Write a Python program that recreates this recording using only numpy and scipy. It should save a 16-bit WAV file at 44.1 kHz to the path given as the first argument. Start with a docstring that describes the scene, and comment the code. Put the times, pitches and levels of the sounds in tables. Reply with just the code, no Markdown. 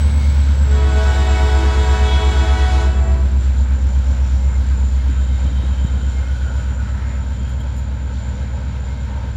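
"""From a footbridge over a grassy cutting, one microphone: a freight train rolls away towards a tunnel.
At first the diesels throb close by, settling in speed while a turbocharger whistles. From 0.6 to 2.8 s
the leader blows a chord on the reeds of its air horns, and the tunnel face returns it slightly sharp.
Wagons rumble below throughout, their flanges rubbing the rails. Dull thumps come from about 5 s;
after 6 s ringing wagons arrive under the bridge, with a few faint ticks, as the engines recede."""
import sys
import numpy as np
from scipy import signal
from scipy.fft import rfft, irfft
from scipy.io import wavfile
from scipy.ndimage import uniform_filter1d

SR = 44100
rng = np.random.default_rng(int(sys.argv[2]) if len(sys.argv) > 2 else 0)


def to_wav(s):
    """Save 16-bit WAV."""
    ch = np.atleast_2d(s).T  # columns
    pcm = np.round(np.clip(ch, -1, 1) * 32767)  # PCM
    wavfile.write(sys.argv[1], SR, pcm.astype(np.int16))


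N = 412776
TIME = np.arange(N) / SR
FREQ = np.maximum(np.arange(N // 2 + 1) * SR / N, 1)

# the horn's four bells, low to high: (pitch [Hz])
BELL_HZ = [323.0, 371.2, 428.4, 484.0]
# partials at which the bells' levels are given: (harmonic number)
BELL_HARMONICS = [1, 2, 3, 4, 5, 6, 7, 8, 9, 10, 12, 18, 24, 32]
CRACKED_S, OPEN_S, SHUT_S = .64, 0.854, 2.82  # the horn valve is cracked, pulled fully open, shut
RELEASE_LOW_S, RELEASE_HIGH_S = 1.3, 0.54  # 60 dB fall of a horn partial at 400 Hz and at 4 kHz


def diesels(cylinders=8):
    """Exhausts moving away; uneven cylinders add lines one cycle rate apart, so the boom throbs."""
    # exhaust boom at the bridge: (time [s], firing tone [dB], lope of uneven cylinders [dB])
    boom_levels = [(0, -12.2, -26), (1, -12.2, -26), (2.2, -13.1, -22), (5, -14.2, -25.5),
                   (6.3, -17.8, -25), (6.9, -20, -30.5), (9.36, -23.3, -36)]
    # weaker exhaust lines: (multiple of the cycle rate, level near [dB], level far [dB])
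    exhaust_lines = [(5, -54, -47), (6, -35.5, -47), (10, -34.5, -32.5), (11, -35, -41.5), (12, -36, -36.5),
                     (13, -41.5, -32.5), (14, -38, -66), (15, -40.5, -38), (16, -37, -47),
                     (17, -44.5, -39.5), (18, -49.5, -48), (22, -47.5, -68.5), (23, -42, -55),
                     (24, -39.5, -44), (25, -42, -48), (26, -45.5, -50), (29, -45.5, -47)]
    # low rush of exhaust gas: (frequency [Hz], level [dB])
    rush_spectrum = [(20, -14.5), (35, -13), (50, -5), (80, 1.5), (125, 3), (165, 1), (205, -0.5),
                     (270, -1), (340, -15), (500, -51.5)]
    cycle = turn(firing_hz() / cylinders) - np.pi
    far = TIME / TIME[-1]
    boom_db, lope_db = curves(boom_levels)
    boom = undb(boom_db + .35 * walk(10)) * np.cos(cylinders * cycle)
    upper = np.cos((cylinders + 1) * cycle)
    lower = undb(-7 - 15 * far) * np.cos((cylinders - 1) * cycle)
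    lines = boom + undb(lope_db + 1.1 * walk(8)) * (upper + lower)
    for order, near_db, far_db in exhaust_lines:
        # several locomotives drift in and out of step on each line
        db = near_db + (far_db - near_db) * far + 2 * walk(3)
        lines += undb(db) * np.cos(order * cycle + rng.uniform(0, 2 * np.pi) + 0.6 * walk(3))
    puffing = 1 + 0.14 * np.cos(cycle)
    rush = noise(colour(rush_spectrum)) * puffing * undb(-32.5 - 4.6 * far)
    return np.sqrt(2) * lines + rush


def firing_hz(settled_hz=64.67, excess_hz=7.44, settle_s=1.586):
    """Firing rate of one cylinder bank, settling as the engines are throttled back."""
    return settled_hz + excess_hz * np.exp(-TIME / settle_s)


def horn(echo_s=.3, echo_doppler=1.02):
    """One blast; the bells point at the nearing tunnel face, so its echo is an even chord, and sharp."""
    # heard from behind, a row per bell, the highest faint: (level [dB] at each of BELL_HARMONICS)
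    behind = [(-38.5, -38.5, -39.5, -44, -46, -48, -44.5, -50.5, -50, -60.5, -57, -65.5, -66, -83),
              (-47, -35.5, -40, -36.5, -42.5, -45.5, -48, -51, -43, -46.5, -52.5, -57, -65, -76),
              (-31.5, -37, -45.5, -48.5, -47, -51, -50.5, -57, -55.5, -59.5, -59, -68.5, -75, -87),
              (-48.5, -46, -55, -50, -65, -59.5, -64, -67, -68, -70, -73, -79, -90, -94)]
    ahead = [db - 3 * np.log2(BELL_HARMONICS) for db in (-40, -44, -48, -58)]
    direct = bells(behind, air_db=-37)
    returned = bells(ahead, air_db=-48, doppler=echo_doppler, delay_s=echo_s)
    echo = irfft(rfft(returned) * band(200, 1900, order=2), N)
    return direct + echo + undb(-12) * cutting(direct + echo)


def bells(partials, air_db, doppler=1, delay_s=0, attack_s=0.12):
    """The valve opens on the reeds and a hiss of air, then shuts."""
    # air hissing through the horn: (frequency [Hz], level [dB])
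    air_spectrum = [(200, -14.5), (400, -4), (900, 0.5), (1150, -2), (1500, -0.5), (1850, -9), (2200, -4),
                    (2750, -11.5), (3400, -2), (4400, -10), (7000, -15.5), (9500, -31), (14000, -39)]
    on = (TIME - delay_s > CRACKED_S) & (TIME - delay_s < SHUT_S + RELEASE_HIGH_S)
    t = TIME[on] - delay_s
    chord = sum(reed(hz * doppler, t, levels) for hz, levels in zip(BELL_HZ, partials))
    air = noise(colour(air_spectrum))[on] * undb(air_db + blast_db(t, hz=5960))
    out = np.zeros(N)
    out[on] = np.minimum((t - CRACKED_S) / attack_s, 1) * (chord + air)
    return out


def reed(hz, t, levels, waver=0.000825, rough=0.0023, scoop=0.0301):
    """One bell rises to pitch; sound glancing off the passing banks beats with each partial."""
    age = t - t[0]
    drift = lambda rate: np.interp(age, np.arange(2000) / rate, rng.standard_normal(2000))
    bend = waver * drift(11) + rough * drift(170) - scoop * np.exp(-age / 0.0345)
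    phase = turn(hz * (1 + bend))
    out = 0
    for k in range(1, BELL_HARMONICS[-1] + 1):
        db = np.interp(k, BELL_HARMONICS, levels) + blast_db(t, k * hz) + 1.53 * drift(4.32)
        beat_hz = 12 + 2.5 * k
        glance = min(.35 + .06 * k, .65)  # strength against the direct path
        paths = (1 + glance * (drift(beat_hz) + 1j * drift(beat_hz))) / np.hypot(1, glance)
        partial = np.exp(1j * (k * phase + rng.uniform(0, 2 * np.pi)))
        out += np.sqrt(2) * undb(db) * np.imag(paths * partial)
    return out


def blast_db(t, hz, swell_octaves=0.5):
    """Level of a horn partial: overtones wait for full pressure and die first when the air is shut off."""
    # tone with the valve only cracked: (frequency [Hz], level against full pressure [dB])
    half_open = [(430, -0.5), (650, -3), (860, -15), (970, 1.5), (1400, -2), (3400, -5), (8000, -7)]
    # groups of overtones swell briefly: (middle [s], half length [s], centre [Hz], boost [dB])
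    swells = [(1.02, 0.059, 675, 7), (1.35, 0.11, 2260, 3), (2.1, 0.19, 3500, 4.5), (2.75, 0.067, 870, 1.5)]
    half_open_db = np.interp(hz, *np.transpose(half_open))
    throttled = 1 - np.clip((t - OPEN_S) / .12, 0, 1)
    swell_db = sum(db * np.exp(-((t - s) / length) ** 2 - (np.log2(hz / centre) / swell_octaves) ** 2)
                   for s, length, centre, db in swells)
    release_s = np.interp(np.log(hz), np.log([400, 4000]), [RELEASE_LOW_S, RELEASE_HIGH_S])
    return half_open_db * throttled + swell_db - 60 * np.maximum(t - SHUT_S, 0) / release_s


def cutting(x, t60=1.07, damp_hz=2500):
    """Dull, diffuse scatter from the banks and trees on either side."""
    build_up = 1 - np.exp(-TIME / 0.047)
    tail = noise(band(100, damp_hz, order=1)) * undb(-60 * TIME / t60) * build_up
    passband = (FREQ > BELL_HZ[0]) & (FREQ < damp_hz)
    tail /= np.sqrt(np.mean(np.abs(rfft(tail)[passband]) ** 2))
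    return signal.fftconvolve(x, tail[:2 * SR])[:N]


def wagons(trim_db=(0, -1.5, -8), leaving_db=(2.5, 2.5, 6.5), under_db=(1, -.5, -1)):
    """Wheels shake wagon bodies and rails; right under the microphone they ring more and hiss less."""
    # rolling noise at the bridge: (time [s], level [dB])
    roll_levels = [(0, -40.5), (.55, -40.5), (3.4, -42), (6.5, -42), (7.2, -43), (7.95, -44), (8.3, -41.5),
                   (9.36, -42.5)]
    # wheels on rails: (frequency [Hz], level [dB])
    roll_spectrum = [(300, -7), (530, -6), (1200, -11.5), (1500, -12), (1950, -17), (2700, -17),
                     (3900, -15.5), (4800, -19), (5900, -20.5), (8200, -28.5), (9600, -32.5), (10600, -42),
                     (13000, -41), (16000, -64)]
    # wagon and wheel resonances: (frequency [Hz], width [Hz], relative weight [dB])
    body_modes = [(360, 90, -5), (545, 140, 3), (730, 110, -4.5), (915, 140, 5), (1170, 130, -5),
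                  (1300, 70, 2.5), (1550, 160, 4.5), (2150, 150, 2), (2800, 250, -2), (3200, 250, 3),
                  (3900, 380, 2), (4600, 70, 5), (4900, 350, -3)]
    # roar, ring and hiss, each with its own dB settings above: (low edge [Hz], high edge [Hz])
    roll_bands = [(303, 1048), (1050, 2830), (2820, 15000)]
    body_db = sum(db * resonance(hz, width) for hz, width, db in body_modes)
    early = colour(roll_spectrum) * undb(0.92 * body_db)
    late = colour(roll_spectrum) * undb(1.42 * body_db) * band(20, 7800, order=3)
    under = np.clip((TIME - 6.27) / 1.78, 0, 1)  # the ringing wagons arrive below the bridge
    near = np.exp(-TIME / 2.3)  # the locomotives' share of the rolling noise dies away
    level_db = curves(roll_levels)[0]
    out = 0
    for (lo, hi), trim, locomotives, below in zip(roll_bands, trim_db, leaving_db, under_db):
        roll = np.sqrt(1 - under) * noise(early * band(lo, hi))
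        roll += np.sqrt(under) * noise(late * band(lo, hi))
        out += roll * undb(level_db + trim + locomotives * near + below * under + 0.98 * walk(18))
    return out


def turbocharger(blades_per_firing=110, width_hz=230):
    """Blade tone of a turbo geared to the crankshaft, smeared into a whistle by the turbulent exhaust."""
    # the whistle at the bridge: (time [s], level [dB])
    whistle_levels = [(0, -45.5), (.7, -50), (1.1, -45), (3, -50), (7, -50.5), (9.36, -56.5)]
    phase = turn(blades_per_firing * firing_hz() * (1 + .003 * walk(16)))

    def whistle(k):
        smear = resonance(0, k * width_hz)
        return unit(noise(smear) * np.cos(k * phase) + noise(smear) * np.sin(k * phase))

    tone, octave = whistle(1), whistle(2)
    octave_db = -23 + 11 * np.exp(-TIME / 1.5) - .7 * TIME  # fades with distance
    level_db = curves(whistle_levels)[0] + 2 * walk(20)
    return undb(level_db) * (tone + undb(octave_db) * octave)


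def flanges(squeal_hz=2130, squeal_width_hz=36, chatter_db=2.5):
    """A flange leans on the rail and one wheel resonance swells and chatters."""
    # short squeals of one wheel mode: (middle [s], length [s], level [dB])
    squeals = [(.15, 0.68, -55), (4.495, .3, -48.5), (4.97, 0.16, -52), (5.36, 0.18, -47),
               (6.23, 0.27, -46.5), (7.1, .25, -51), (8.88, .35, -51)]
    # long, broad scrapes: (middle [s], length [s], frequency [Hz], width [Hz], level [dB])
    scrapes = [(.2, 1.1, 2200, 140, -47), (4.2, 1, 5700, 1100, -54), (5.8, 2.1, 3120, 160, -51.5),
               (5.6, 1.2, 3770, 210, -51), (6.39, 1.5, 1460, 120, -44.5), (6.6, 1.9, 5700, 170, -64.5),
               (6.9, 1.2, 1320, 100, -49.5), (7.0, 0.63, 1820, 760, -48.5), (7.55, 0.72, 3200, 230, -55)]
    swell = lambda s, length, db: undb(db) * np.cos(np.pi * np.clip((TIME - s) / length, -.5, .5))
    ring = lambda hz, width: noise(resonance(hz, width)) * undb(chatter_db * walk(25))
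    singing = ring(squeal_hz, squeal_width_hz) * sum(swell(*row) for row in squeals)
    scraping = sum(ring(hz, width) * swell(s, length, db) for s, length, hz, width, db in scrapes)
    return singing + scraping


def knocks(hits, lo_hz, hi_hz, t60, gain_db):
    """Short bursts of noise that die away inside one band."""
    envelope = sum((TIME >= s) * undb(db - 60 * np.abs(TIME - s) / t60) for s, db in hits)
    gain = band(lo_hz, hi_hz, order=3)
    return undb(gain_db) * irfft(rfft(noise(gain) * envelope) * gain, N)


def undb(db):
    """Decibels to gain."""
    return 10 ** (np.asarray(db) / 20)


def unit(x):
    """Scale to rms 1."""
    return x / np.sqrt(np.mean(x ** 2))


def curves(table):
    """Every level column of a time table, sample by sample."""
    s, *columns = np.transpose(table)
    return [np.interp(TIME, s, c) for c in columns]


def colour(points):
    """Gain at every frequency from (frequency [Hz], level [dB]) points."""
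    hz, db = np.transpose(points)
    return undb(np.interp(np.log(FREQ), np.log(hz), db))


def band(lo_hz, hi_hz, order=8):
    """Gain of a band-pass."""
    return ((1 + (lo_hz / FREQ) ** (2 * order)) * (1 + (FREQ / hi_hz) ** (2 * order))) ** -.5


def resonance(hz, width):
    """Gain of a resonance with steep skirts."""
    return 1 / (1 + ((FREQ - hz) / width * 2) ** 2)


def noise(gain):
    """Noise of rms 1 with the given gain per frequency."""
    return unit(irfft(gain * rfft(rng.standard_normal(N)), N))


def walk(rate):
    """Smooth random drift of rms 1 that changes rate times a second."""
    hold = max(int(SR / rate), 1)
    steps = np.repeat(rng.standard_normal(N // hold + 2), hold)[rng.integers(hold):][:N]
    return unit(uniform_filter1d(uniform_filter1d(steps, hold), hold // 2 + 1))


def turn(hz):
    """Phase in radians of a moving frequency."""
    return 2 * np.pi * np.cumsum(hz) / SR


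def scene():
    """The whole train from the footbridge, in mono."""
    # dull thumps: (time [s], level [dB])
    thump_hits = [(5.094, -17), (5.45, -23), (5.51, -23), (5.578, -23), (5.635, -21.5), (5.846, -17.5),
                  (5.955, -21.5), (6.03, -26), (7.41, -24)]
    # faint sharp ticks: (time [s], level [dB])
    tick_hits = [(7.489, -47), (7.601, -47), (7.766, -46), (7.787, -51)]
    thumps = knocks(thump_hits, lo_hz=117, hi_hz=230, t60=0.097, gain_db=2.5)
    ticks = knocks(tick_hits, lo_hz=6000, hi_hz=15000, t60=0.11, gain_db=-6.5)
    return (diesels() + turbocharger() + horn() + wagons() + flanges() + thumps + ticks)[None]


def record(dry):
    """The microphone is a phone's, and the phone cuts the top."""
    top_hz = 15750
    return signal.sosfilt(signal.ellip(10, .2, 80, top_hz, fs=SR, output="sos"), dry)


dry = scene()
out = record(dry)
to_wav(out)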